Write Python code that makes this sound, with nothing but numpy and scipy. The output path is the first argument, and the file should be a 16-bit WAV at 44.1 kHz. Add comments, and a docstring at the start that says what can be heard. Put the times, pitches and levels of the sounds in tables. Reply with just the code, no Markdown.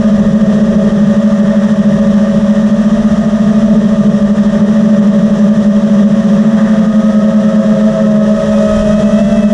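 """Over a field, a camera rides on a small four-rotor drone that flies straight and then banks hard.
The three-blade rotors shake the frame once a turn, as sines that beat against each other.
Higher sines are the blade and motor tones; shaped noise is the air: rumble, buffeting, wash and hiss.
The recorder's limiter ducks everything on the peaks of the beats."""
import sys
import numpy as np
from scipy import signal
from scipy.fft import rfft, irfft, next_fast_len
from scipy.io import wavfile
from scipy.ndimage import uniform_filter1d, minimum_filter1d

SR = 44100
rng = np.random.default_rng(int(sys.argv[2]) if len(sys.argv) > 2 else 0)


def transcribe(u):
    """Save the signal u as a 16-bit wav file named by the first command-line argument.

    u: samples, shape (n,) or (channels, n), limited to [-1, 1]; the rate is SR.
    q: integer samples, one column per channel.
    """
    v = np.clip(np.atleast_2d(u).T, -1, 1)
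    q = np.round(v * 32767).astype(np.int16)
    wavfile.write(sys.argv[1], SR, q)


N = 420273

# Shapes of the air noises. Each row: frequency in Hz, relative density in dB.
RUMBLE_SHAPE = [(15, -10), (30, -1), (60, -2), (100, -3.5), (140, -12.5), (300, -29)]
BUFFET_SHAPE = [(100, -24), (125, -10), (150, 4.5), (190, 8.5), (230, -11), (270, -24), (330, -12),
                (420, -4.5), (490, -12.5), (600, -4.5), (700, -21.5), (900, -29.5)]
WASH_SHAPE = [(500, -21.5), (700, -0.5), (930, -1), (1150, -1), (1350, -5.5), (1650, -3.5), (1900, -4),
              (2030, -10), (2300, -20), (2800, -38)]
HISS_SHAPE = [(1800, -28), (2300, -7), (2600, -2.5), (3100, 0), (3250, 3.5), (3820, -5), (4290, -8.5),
              (4750, -9), (5100, -5), (5930, -2.5), (6700, -9.5), (9520, -17), (11100, -28), (14400, -51.5),
              (15500, -60)]
# Resonances of the housing, heard in all the noises. Each row: centre in Hz, width in Hz, lift in dB.
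HOUSING = [(1228, 44, 6), (1842, 71, 7), (3780, 140, 5), (7150, 470, 4)]
# Airflow in straight flight: rumble, buffet, wash, hiss and treble lift, all in dB, before gusts; the hiss
# always sounds 2 dB above its value here.
AIR_DB = [-29, -19, -31, -40, -0.3]
# What the full turn adds to those five, in dB.
AIR_TURN_DB = [8.5, 0, 1, 3, 2.5]
# Gusts and lulls. Each row: middle in seconds, length in seconds, change of rumble, wash and hiss in dB.
GUSTS = [(1.46, 0.55, -4, 2, 0), (3.05, 0.43, 2.5, 1.5, 1.4), (4.1, 0.45, -0.5, -1.5, -0.5),
         (4.5, 0.44, 4, 2, 0.5), (6.614, 0.45, -1, 4.5, 1), (8.21, 0.1, -6, -2.5, -3),
         (8.777, 0.22, 6, 0.5, 1)]
# Shaft speeds. Each row: time in seconds, then turns per second of the first, second and third rotor.
SPEED = [(0.0, 205.7, 220.6, 188.1), (0.3, 204.4, 217.7, 185.2), (0.55, 204.3, 219.5, 185.7),
         (0.85, 204.9, 217.0, 187.7), (1.25, 204.3, 216.9, 189.8), (1.9, 202.8, 216.5, 188.1),
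         (2.3, 203.4, 218.0, 186.7), (2.65, 202.9, 215.9, 189.3), (2.95, 209.2, 225.2, 194.4),
         (3.4, 210.1, 222.9, 195.2), (3.7, 207.7, 222.6, 192.3), (4.15, 203.5, 215.5, 190.8),
         (4.75, 203.6, 217.3, 191.5), (5.2, 204.7, 216.7, 190.1), (5.7, 206.0, 217.0, 190.9),
         (6.05, 203.3, 219.0, 186.1), (6.5, 207.5, 220.5, 186.7), (6.82, 212.0, 223.5, 180.2),
         (7.2, 209.4, 219.5, 183.1), (7.5, 208.0, 217.5, 182.9), (7.75, 210.3, 217.5, 181.2),
         (7.95, 214.0, 218.1, 181.2), (8.15, 211.6, 211.6, 185.5), (8.35, 209.4, 213.7, 189.3),
         (8.65, 210.7, 212.5, 188.5), (8.9, 211.6, 209.2, 198.4), (9.06, 216.8, 205.3, 194.5),
         (9.16, 215.0, 205.1, 194.0), (9.23, 223.0, 203.2, 196.8), (9.4, 219.5, 203.3, 200.0),
         (9.47, 215.5, 204.4, 200.5), (9.53, 219.0, 203.7, 200.5)]
# Effort. Each row: time in seconds, frame shake in dB, blade load of the three rotors in dB.
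LOAD = [(0, -3, 5.5, -3, 0.5), (2.3, -3, 0, -2.5, 2), (3.3, -3, 5, -0.5, -3), (5.5, -2.5, -2.5, -3, 1.5),
        (6.5, -2.5, -3.5, -2.5, -1), (7.0, -2, 7.5, -2, 0.5), (7.9, -3.5, 9.5, 6.5, 3.5),
        (8.4, -6, 11.5, 6.5, 4.5), (8.7, -5.5, 14, 9, 6), (9.0, -5, 14, 6, 2.5), (9.53, 1, 15, 1, 4.5)]
# Once-a-turn shake of each unbalanced rotor, in dB, before the frame shake of LOAD is added.
SHAKE_DB = [-8, -9, -21.5]
# Blade tones, one list per rotor. Each row: multiple of shaft speed, level in dB before load.
BLADES = [
    [(2, -39), (3, -34), (6, -53)],
    [(2, -37.5), (3, -28.5), (4, -46.5), (5, -43.5), (6, -47)],
    [(2, -44), (3, -23.5), (6, -48), (9, -49), (10, -58), (14, -63)],
]
# Coils and magnets of the first motor. Each row: multiple of shaft speed, level in dB before the turn.
WHINE = [(7, -60), (9, -58), (12, -58.5), (15, -63)]
# Narrow frame resonances that lift tones gliding through. 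Each row: centre in Hz, width in Hz, lift in dB.
FRAME = [(1252, 67, 6.5), (1833, 38, 13), (3030, 100, 10.5)]

RUMBLE_EASES_DB_PER_S = 0.79  # until the turn
TURN_START_S, TURN_BITE_S = 8.09, 0.51  # the turn bites over a short time, then holds
WHINE_TURN_DB, WHINE_GROWS_DB_PER_S = 11.5, 6
FOURTH_LAG_TURNS_PER_S, FOURTH_DB = 5.8, -41  # lag behind the first rotor
FOURTH_CLIMB_START_S, FOURTH_CLIMB_TURNS_PER_S2 = 6.85, 24  # climbs for one second
FOURTH_FADE_START_S, FOURTH_FADE_DB_PER_S = 7.55, 150
STEP = 40  # slow changes are worked out at every 40th sample
TIME_S = np.arange(N) / SR


def amp(db):
    """Turns a level in dB into a gain."""
    return 10 ** (np.asarray(db) / 20)


def rms_one(x):
    """Scales a signal to an rms of 1."""
    return x / np.sqrt(np.mean(x ** 2))


def in_time(rows):
    """Draws straight lines between the rows, giving each column sample by sample."""
    s, *columns = np.transpose(rows)
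    return np.array([np.interp(TIME_S, s, column) for column in columns])


def lift_db(hz, peaks):
    """Adds up the lift around each resonance: most at its centre, less to both sides."""
    total_db = 0
    for centre_hz, width_hz, peak_db in peaks:
        total_db = total_db + peak_db / (1 + (2 * (hz - centre_hz) / width_hz) ** 2)
    return total_db


def every_sample(coarse):
    """Joins the values at every 40th sample by straight lines."""
    return np.interp(np.arange(N) / STEP, np.arange(len(coarse)), coarse)


def coarse_drift(rate_hz):
    """Makes a slow random wander of spread 1: noise smoothed by two equal low-pass filters."""
    run_in = 2000  # thrown away, so that the filters have settled
    r = np.exp(-2 * np.pi * rate_hz * STEP / SR)
    noise = rng.standard_normal((N + STEP - 1) // STEP + run_in)
    return rms_one(signal.lfilter([1], [1, -2 * r, r * r], noise)[run_in:])


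def drift(rate_hz):
    """Gives the slow random wander sample by sample."""
    return every_sample(coarse_drift(rate_hz))


def coloured(shape):
    """Shapes random noise by frequency, with the housing resonances added, at an rms of 1."""
    size = next_fast_len(N)
    hz = np.arange(1, size // 2 + 2) * SR / size
    shape_hz, shape_db = np.transpose(shape)
    level_db = np.interp(np.log(hz), np.log(shape_hz), shape_db, left=-80, right=-90)
    spectrum = rfft(rng.standard_normal(size)) * amp(level_db + lift_db(hz, HOUSING))
    return rms_one(irfft(spectrum, size)[:N])


def turn():
    """Tells how hard the drone banks, from 0 to 1."""
    return np.clip((TIME_S - TURN_START_S) / TURN_BITE_S, 0, 1)


def gusts():
    """Lets each gust swell and pass as a bell curve: changes in dB for rumble, wash and hiss."""
    total_db = np.zeros((3, N))
    for middle_s, length_s, *change_db in GUSTS:
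        bell = np.exp(-(2 * (TIME_S - middle_s) / length_s) ** 2)
        total_db += np.outer(change_db, bell)
    return total_db


def airflow():
    """Air rumbles on the microphone port, wash buffets the shell and the blade tips hiss."""
    rumble_db, buffet_db, wash_db, hiss_db, treble_db = np.c_[AIR_DB] + np.outer(AIR_TURN_DB, turn())
    rumble_gust_db, wash_gust_db, hiss_gust_db = gusts()
    rumble_db = rumble_db + rumble_gust_db - RUMBLE_EASES_DB_PER_S * np.minimum(TIME_S, TURN_START_S)
    wash_db = wash_db + wash_gust_db
    hiss_db = hiss_db + hiss_gust_db + 2.0
    shared = drift(25)  # buffet, wash and hiss flutter together
    rumble = amp(rumble_db + 1.1 * drift(4.9)) * coloured(RUMBLE_SHAPE)
    buffet = amp(buffet_db + 0.44 * shared + 1.74 * drift(3)) * coloured(BUFFET_SHAPE)
    wash = amp(wash_db + 0.56 * shared + 0.52 * drift(50)) * coloured(WASH_SHAPE)
    hiss = coloured(HISS_SHAPE)
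    treble = signal.sosfilt(signal.butter(2, 5500, "high", fs=SR, output="sos"), hiss)
    hiss = hiss + (amp(treble_db) - 1) * treble
    return rumble + buffet + wash + amp(hiss_db + 0.67 * shared) * hiss


def tone(angle, hz, level_db, flutter_db=2.0):
    """A sine whose level flutters in turbulence and swells in the frame resonances."""
    steady_db = np.broadcast_to(level_db, N)[::STEP] + lift_db(hz[::STEP], FRAME)
    level = every_sample(amp(steady_db + flutter_db * coarse_drift(13.2)))
    return np.sqrt(2) * level * np.sin(angle)


def shaft_angle(turns_per_s, wobble):
    """Adds up the turning, in radians, with a random wobble of the given spread in radians."""
    return 2 * np.pi * np.cumsum(turns_per_s) / SR + wobble * drift(6)


def fourth_rotor(first_speed):
    """One tone at six times a shaft speed that lags the first rotor, then climbs and fades."""
    climb = FOURTH_CLIMB_TURNS_PER_S2 * np.clip(TIME_S - FOURTH_CLIMB_START_S, 0, 1)
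    hz = 6 * (first_speed - FOURTH_LAG_TURNS_PER_S + climb)
    level_db = FOURTH_DB - FOURTH_FADE_DB_PER_S * np.maximum(TIME_S - FOURTH_FADE_START_S, 0)
    return tone(shaft_angle(hz, wobble=0.4), hz, level_db)


def combination_tone(angles, speed):
    """The two strong shakes mix: once the first shaft speed plus twice the second."""
    return tone(angles[0] + 2 * angles[1], speed[0] + 2 * speed[1], -35.0, flutter_db=5.5)


def upper_tone(order, angle, shaft_speed, level_db):
    """A multiple of the shaft speed, blurred by eddies, the high multiples most."""
    slip = rng.uniform(0, 2 * np.pi) + 0.08 * order * drift(14)
    return tone(order * angle + slip, order * shaft_speed, level_db)


def blade_tones(k, angle, shaft_speed, load_db):
    """Blades chop the air: with three of them, load acts fully on multiples of three."""
    out = np.zeros(N)
    for order, level_db in BLADES[k]:
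        share = 1 if order % 3 == 0 else 0.4
        out += upper_tone(order, angle, shaft_speed, level_db + share * load_db)
    return out


def motor_whine(angle, shaft_speed):
    """Coils passing magnets whine, and the whine grows with current in the turn."""
    growth_db = turn() * (WHINE_TURN_DB + WHINE_GROWS_DB_PER_S * (TIME_S - TURN_START_S))
    return sum(upper_tone(order, angle, shaft_speed, level_db + growth_db) for order, level_db in WHINE)


def rotors():
    """Each unbalanced rotor shakes the frame once a turn, with blade and motor tones on top."""
    speed = in_time(SPEED)
    shake_db, *load_db = in_time(LOAD)
    # the wobble is the flight controller's quick speed corrections
    angles = [shaft_angle(shaft_speed, wobble=0.06) for shaft_speed in speed]
    out = fourth_rotor(speed[0]) + combination_tone(angles, speed)
    out += motor_whine(angles[0], speed[0])
    for k in range(3):
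        out += blade_tones(k, angles[k], speed[k], load_db[k])
        out += tone(angles[k], speed[k], SHAKE_DB[k] + shake_db)
    return out


def scene():
    """Everything reaches one microphone inside the camera."""
    return (airflow() + rotors())[None]


def record(dry):
    """A look-ahead limiter turns down the peaks and recovers steadily; then the top is cut."""
    drive_db, ceiling_db, release_db_per_s = 0.9, -0.8, 90
    ahead = round(0.004 * SR)  # 4 ms in samples
    over_db = np.maximum(20 * np.log10(np.abs(dry[0]) + 1e-6) + drive_db - ceiling_db, 0)
    # each peak is held and let go at the release rate
    fall_db = release_db_per_s * TIME_S
    held_db = np.maximum.accumulate(over_db + fall_db) - fall_db
    # the cut is widened, then smoothed twice, so that it is complete when the peak arrives
    cut_db = -minimum_filter1d(-held_db, size=2 * ahead)
    cut_db = uniform_filter1d(cut_db, size=ahead)
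    cut_db = uniform_filter1d(cut_db, size=ahead)
    limited = amp(drive_db - cut_db) * dry
    top_cut = signal.cheby2(10, 50, 15500, fs=SR, output="sos")  # low-pass, 50 dB down from 15500 Hz
    return signal.sosfilt(top_cut, limited)


dry = scene()
out = record(dry)
transcribe(out)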